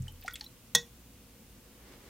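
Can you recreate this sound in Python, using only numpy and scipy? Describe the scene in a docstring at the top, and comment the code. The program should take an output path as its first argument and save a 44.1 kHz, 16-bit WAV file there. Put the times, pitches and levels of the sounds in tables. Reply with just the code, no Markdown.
"""A soft knock makes the desk boom, over low room noise, hum and hiss in a small, quiet room.
A watercolour brush is rinsed in a glass water jar: wet clicks of shaped noise, gliding sine bubbles,
a ringing plip and tiny resonant droplets. Its handle then taps the glass, a noise crack and bounce
over ringing jar modes and a thud. A soft noise rustle, probably a sleeve, grows at the end."""
import sys
import numpy as np
from scipy import signal
from scipy.fft import rfft, irfft
from scipy.io import wavfile

SR = 44100
rng = np.random.default_rng(int(sys.argv[2]) if len(sys.argv) > 2 else 0)


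def file_out(sig):
    """Save sig as 16-bit WAV at sys.argv[1]."""
    # one column per channel
    cols = np.atleast_2d(sig).T
    # limit, then scale
    lim = np.clip(cols, -1, 1)
    pcm = np.round(lim * 32767).astype(np.int16)
    wavfile.write(sys.argv[1], SR, pcm)


N = 92345  # length in samples

TAP_S = 0.7493  # when the handle meets the glass
JAR_BUILD_S = 0.0014  # time constant of the jar's onset

# Ringing modes of the glass jar. Each row: pitch in Hz, level at the tap in dB, 60 dB decay in seconds.
JAR_MODES = [(475.2, -35, 0.21), (628, -32.5, 0.03), (839, -33, 0.037), (1101, -39.5, 0.053),
             (1425, -34, 0.028), (1901, -18.5, 0.087), (2576, -31.5, 0.074), (3367, -17, 0.07),
             (3495, -27.5, .15), (3517, -24.5, 0.078), (3683, -20, 0.075), (4013, -26, 0.051),
             (4440, -31, 0.064), (5391, -29.5, 0.07), (5815, -27.5, .07), (6130, -27, 0.068),
             (6810, -20, 0.047)]
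# Stereo width of the room noise, hiss and rustle. Each row: frequency in Hz, side minus middle in dB.
FLOOR_WIDTH = [(60, -20.5), (150, -20.5), (380, -13), (950, -3.5), (2380, -5), (5980, 0.5), (15000, -6)]


def from_db(db):
    """Decibels to gain."""
    return 10 ** (np.asarray(db) / 20)


def rms_one(x):
    """Scale to rms 1."""
    return x / np.sqrt(np.mean(x ** 2) + 1e-20)


def since(s):
    """Seconds since a moment, zero before it."""
    return np.maximum(np.arange(N) / SR - s, 0)


def envelope(s, attack_s, hold_s, t60):
    """Quick rise, hold, then an exponential fall of 60 dB in t60 seconds."""
    t = since(s)
    rise = 1 - np.exp(-t / attack_s)
    fall_db = -60 * np.maximum(t - hold_s, 0) / t60
    return rise * from_db(np.maximum(fall_db, -300))


def at_hz(points):
    """Gain of a (Hz, dB) curve at every FFT frequency, drawn straight over log frequency."""
    hz, db = np.transpose(points)
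    bins_hz = np.arange(N // 2 + 1) * SR / N
    return from_db(np.interp(np.log(np.maximum(bins_hz, 1)), np.log(hz), db))


def coloured(x, points):
    """Filter by a (Hz, dB) curve."""
    return irfft(rfft(x) * at_hz(points), N)


def noise(colour):
    """Noise of a given spectrum, rms 1."""
    return rms_one(coloured(rng.standard_normal(N), colour))


def band_noise(hz, octaves):
    """Noise in one band, rms 1; keeping only its sign between two filterings evens out its level."""
    edges = np.clip([hz * 2 ** (-octaves / 2), hz * 2 ** (octaves / 2)], 20, 0.48 * SR)
    sos = signal.butter(2, edges, "band", fs=SR, output="sos")
    band = signal.sosfilt(sos, rng.standard_normal(N))
    return rms_one(signal.sosfilt(sos, np.sign(band)))


def stereo(colour, width):
    """Noise shared by both sides, plus a second noise of opposite sign left and right."""
    middle = noise(colour)
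    side = coloured(noise(colour), width)
    return middle + side * [[1], [-1]]


def ring(modes, s, build_s):
    """Struck modes: decaying sines, alternating in sign."""
    out = np.zeros(N)
    for k, (hz, db, t60) in enumerate(modes):
        sine = np.sin(2 * np.pi * hz * since(s))
        out += (-1) ** k * from_db(db) * envelope(s, build_s, 0, t60) * sine
    return out


def background():
    """Steady low room noise, hiss above it and a low sine hum."""
    # Spectra of the room noise and the hiss. Each row: frequency in Hz, relative level in dB per Hz.
    floor_colour = [(12, -48), (20, -13), (32, -13), (43, -2), (64, 0.5), (80, -12.5), (113, -1),
                    (152, -11), (201, -5.5), (279, -7.5), (313, -20.5), (345, -12.5), (427, -23),
                    (471, -11), (583, -21.5), (1000, -25), (1300, -58), (2200, -120)]
    hiss_colour = [(590, -31), (1000, -6.5), (1100, -0.5), (1350, -4), (1500, -2.5), (1740, -5), (2830, -2),
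                   (4040, -6), (11200, -6.5), (15100, -5), (15800, -8.5)]
    floor_db, hiss_db = -57.5, -62
    hum_hz, hum_db = 60, -62
    room_noise = from_db(floor_db) * stereo(floor_colour, FLOOR_WIDTH)
    hiss = from_db(hiss_db) * stereo(hiss_colour, FLOOR_WIDTH)
    hum = from_db(hum_db) * np.sin(2 * np.pi * hum_hz * since(0))
    return room_noise + hiss + hum


def room(x):
    """A short diffuse tail from the desk and near walls: the sound convolved with decaying noise."""
    # Colour of the tail. Each row: frequency in Hz, relative level in dB.
    tail_colour = [(100, 4), (500, -1.5), (1500, 3), (3500, -0.5), (6200, 0.5), (9000, -9), (16000, -4)]
    # Stereo width of the tail. Each row: frequency in Hz, side minus middle in dB.
    tail_width = [(200, -31), (500, -22), (1500, -46), (3500, -50), (7000, -33), (14000, 3)]
    room_db, room_t60_s, room_delay_s = -13, 0.17, 0.00514
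    tail = stereo(tail_colour, tail_width) * envelope(room_delay_s, 0.00054, 0, room_t60_s)
    tail = tail[:, :SR // 2] / np.sqrt(np.sum(tail ** 2) / 2)  # unit energy per side, on average
    return from_db(room_db) * signal.fftconvolve(x[None], tail, axes=1)[:, :N]


def rustle():
    """Cloth slides softly: a dull noise body with a brighter brushing on top, each with its own swell."""
    # The swell. Each row: time in seconds, level of the body in dB, level of the treble in dB.
    swell = [(1.4, -78, -89), (1.7, -67.5, -75), (1.81, -61, -74), (1.87, -62, -63), (1.91, -58.5, -64),
             (1.94, -58.5, -59), (1.97, -62, -68.5), (2.09, -58.5, -63.5)]
    # Spectra of body and treble. Each row: frequency in Hz, relative level in dB per Hz.
    body_colour = [(100, -9), (300, 2), (550, -4.5), (1000, -13), (2000, -14), (16000, -44)]
    treble_colour = [(300, -29), (1000, 2), (1600, -4), (2100, 1.5), (2700, -6.5), (4300, -5.5),
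                     (9000, -16), (16000, -27)]
    s, body_db, treble_db = np.transpose(swell)
    body = from_db(np.interp(since(0), s, body_db)) * stereo(body_colour, FLOOR_WIDTH)
    treble = from_db(np.interp(since(0), s, treble_db)) * stereo(treble_colour, FLOOR_WIDTH)
    return body + treble


def desk():
    """The modes of the desk top boom at the knock, and faintly at the tap."""
    # Each row: pitch in Hz, level at the knock in dB, 60 dB decay in seconds.
    desk_modes = [(33.2, -43.5, 1), (86, -38, 0.71), (127, -30.5, 0.27), (190, -39.5, .15)]
    knock_s, shaken_by_tap_db = 0.0, -18.5
    knocked = -ring(desk_modes, knock_s, 0.00046)
    shaken = from_db(shaken_by_tap_db) * ring(desk_modes, TAP_S, 0.012)
    return knocked + shaken


def droplets():
    """Faint random ticks excite resonators at many pitches, thickest in the middle of the stirring."""
    stir_s, stir_spread_s, peak_per_s = 0.27, 0.1, 160
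    droplet_db, droplet_t60_s = -52, 0.0086
    stirring = np.exp(-0.5 * ((since(0) - stir_s) / stir_spread_s) ** 2)
    ticks = (rng.random(N) < peak_per_s * stirring / SR) * rng.standard_normal(N)
    pitches = np.geomspace(1800, 14000, 20)  # Hz
    dealt = rng.integers(0, len(pitches), N)  # which pitch each tick excites
    r = from_db(-60 / (droplet_t60_s * SR))  # decay per sample
    out = np.zeros(N)
    for k, w in enumerate(2 * np.pi * pitches / SR):
        excitation = ticks * (dealt == k) + 1e-18  # the tiny offset avoids denormal numbers
        out += signal.lfilter([0, np.sin(w)], [1, -2 * r * np.cos(w), r * r], excitation)
    return from_db(droplet_db) * out


def clicks():
    """Short wet noise snaps of the bristles; each also sets the jar ringing faintly."""
    # Each row: start in seconds, level in dB, centre in Hz, width in octaves, 60 dB decay in seconds.
    snaps = [(0.0213, -49, 7300, 0.51, 0.028), (.0800, -53, 4400, 2.35, 0.049),
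             (.1220, -51.5, 12100, 0.54, 0.018), (.2240, -54, 2500, 1.57, 0.11),
             (0.2385, -44, 14300, .3, .018), (0.26, -49, 4300, 1.9, 0.054),
             (0.2794, -41, 4900, 1.57, 0.028), (0.2795, -30.5, 1640, 0.79, 0.027),
             (0.3094, -47.5, 4250, 1.1, 0.025), (0.3353, -41, 12300, 0.56, 0.042),
             (.3558, -40, 2820, 1.42, 0.051), (.3560, -42.5, 7300, 0.64, 0.031),
             (0.3965, -51, 4700, 3, .02), (0.4097, -35, 4200, 0.43, 0.022),
             (0.4107, -40.5, 3350, 2.4, 0.022), (.4412, -48.5, 3600, 0.35, 0.038),
             (.4435, -51.5, 12300, .5, 0.035)]
    hold_s, into_jar_db = 0.00044, 1.5
    coupling_hz = 1900  # clicks above this pitch move the glass less
    out = np.zeros(N)
    jar = ring(JAR_MODES, 0, JAR_BUILD_S)
    for s, db, hz, octaves, t60 in snaps:
        out += from_db(db) * envelope(s, 0.00015, hold_s, t60) * band_noise(hz, octaves)
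        start = int(s * SR)
        jar_gain = from_db(db + into_jar_db) * min(1, coupling_hz / hz)
        out[start:] += jar_gain * jar[:N - start]
    return out


def bubbles():
    """Each bubble rings briefly as a sine rising in pitch."""
    # Each row: start in seconds, first pitch in Hz, level in dB, 60 dB decay in seconds,
    # rise as a share of the first pitch per second.
    bubble_rows = [(0.0805, 3024, -30.5, 0.026, 1.3), (.0810, 857, -51, 0.068, .3),
                   (.2470, 703, -35, 0.052, 10), (0.34, 3370, -28, 0.024, .8),
                   (0.4132, 846, -46, 0.052, 0.35), (.4408, 5560, -40, 0.023, 0.73),
                   (.4630, 4020, -32.5, 0.026, .8)]
    build_s = 0.0024
    out = np.zeros(N)
    for s, hz, db, t60, rise in bubble_rows:
        t = since(s)
        cycles = hz * t * (1 + rise * t / 2)  # integral of the rising pitch
        out += from_db(db) * envelope(s, build_s, 0, t60) * np.sin(2 * np.pi * cycles)
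    return out


def plip():
    """The main plip: a few short modes ring as the brush breaks the surface."""
    # Each row: pitch in Hz, level in dB, 60 dB decay in seconds.
    plip_modes = [(1417, -23.5, .025), (1493, -44, 0.17), (1880, -22.5, 0.018)]
    return ring(plip_modes, 0.2793, 0.00061)


def tap():
    """The handle cracks on the glass and bounces once; the jar rings and its foot thuds on its mat."""
    # Spectra of the dry crack and the bounce. Each row: frequency in Hz, relative level in dB per Hz.
    crack_colour = [(150, -20), (400, -10.5), (620, -26.5), (850, -5), (1100, -8), (1500, 0.5),
                    (2300, -15.5), (2850, -8.5), (3500, 0), (4700, -3), (6300, 7), (8500, -1), (11000, -3),
                    (15500, -11)]
    bounce_colour = [(500, -16.5), (2600, -10), (3500, -3), (4800, -6.5), (6300, -1), (9000, -11),
                     (15500, -20)]
    crack_db, crack_hold_s, crack_t60_s = -17.5, 0.0028, 0.026
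    bounce_s, bounce_db, bounce_t60_s = 0.7567, -24, 0.019
    thud_db, thud_hz, thud_octaves, thud_t60_s = -41, 175.5, 0.74, 0.18
    crack = from_db(crack_db) * envelope(TAP_S, 0.00038, crack_hold_s, crack_t60_s) * noise(crack_colour)
    bounce = from_db(bounce_db) * envelope(bounce_s, 0.00027, 0.0011, bounce_t60_s) * noise(bounce_colour)
    thud = from_db(thud_db) * envelope(TAP_S, 0.0064, 0.016, thud_t60_s) * band_noise(thud_hz, thud_octaves)
    return crack + bounce + thud + ring(JAR_MODES, TAP_S, JAR_BUILD_S)


def scene():
    """The jar stands straight ahead of the microphone, and only its sounds feed the room tail."""
    jar = tap() + clicks() + plip() + bubbles() + droplets()
    return jar + room(jar) + desk() + rustle() + background()


def record(dry):
    """A steep elliptic low-pass cuts the top above 16 kHz."""
    return signal.sosfilt(signal.ellip(10, 0.2, 70, 16000, fs=SR, output="sos"), dry)


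dry = scene()
out = record(dry)
file_out(out)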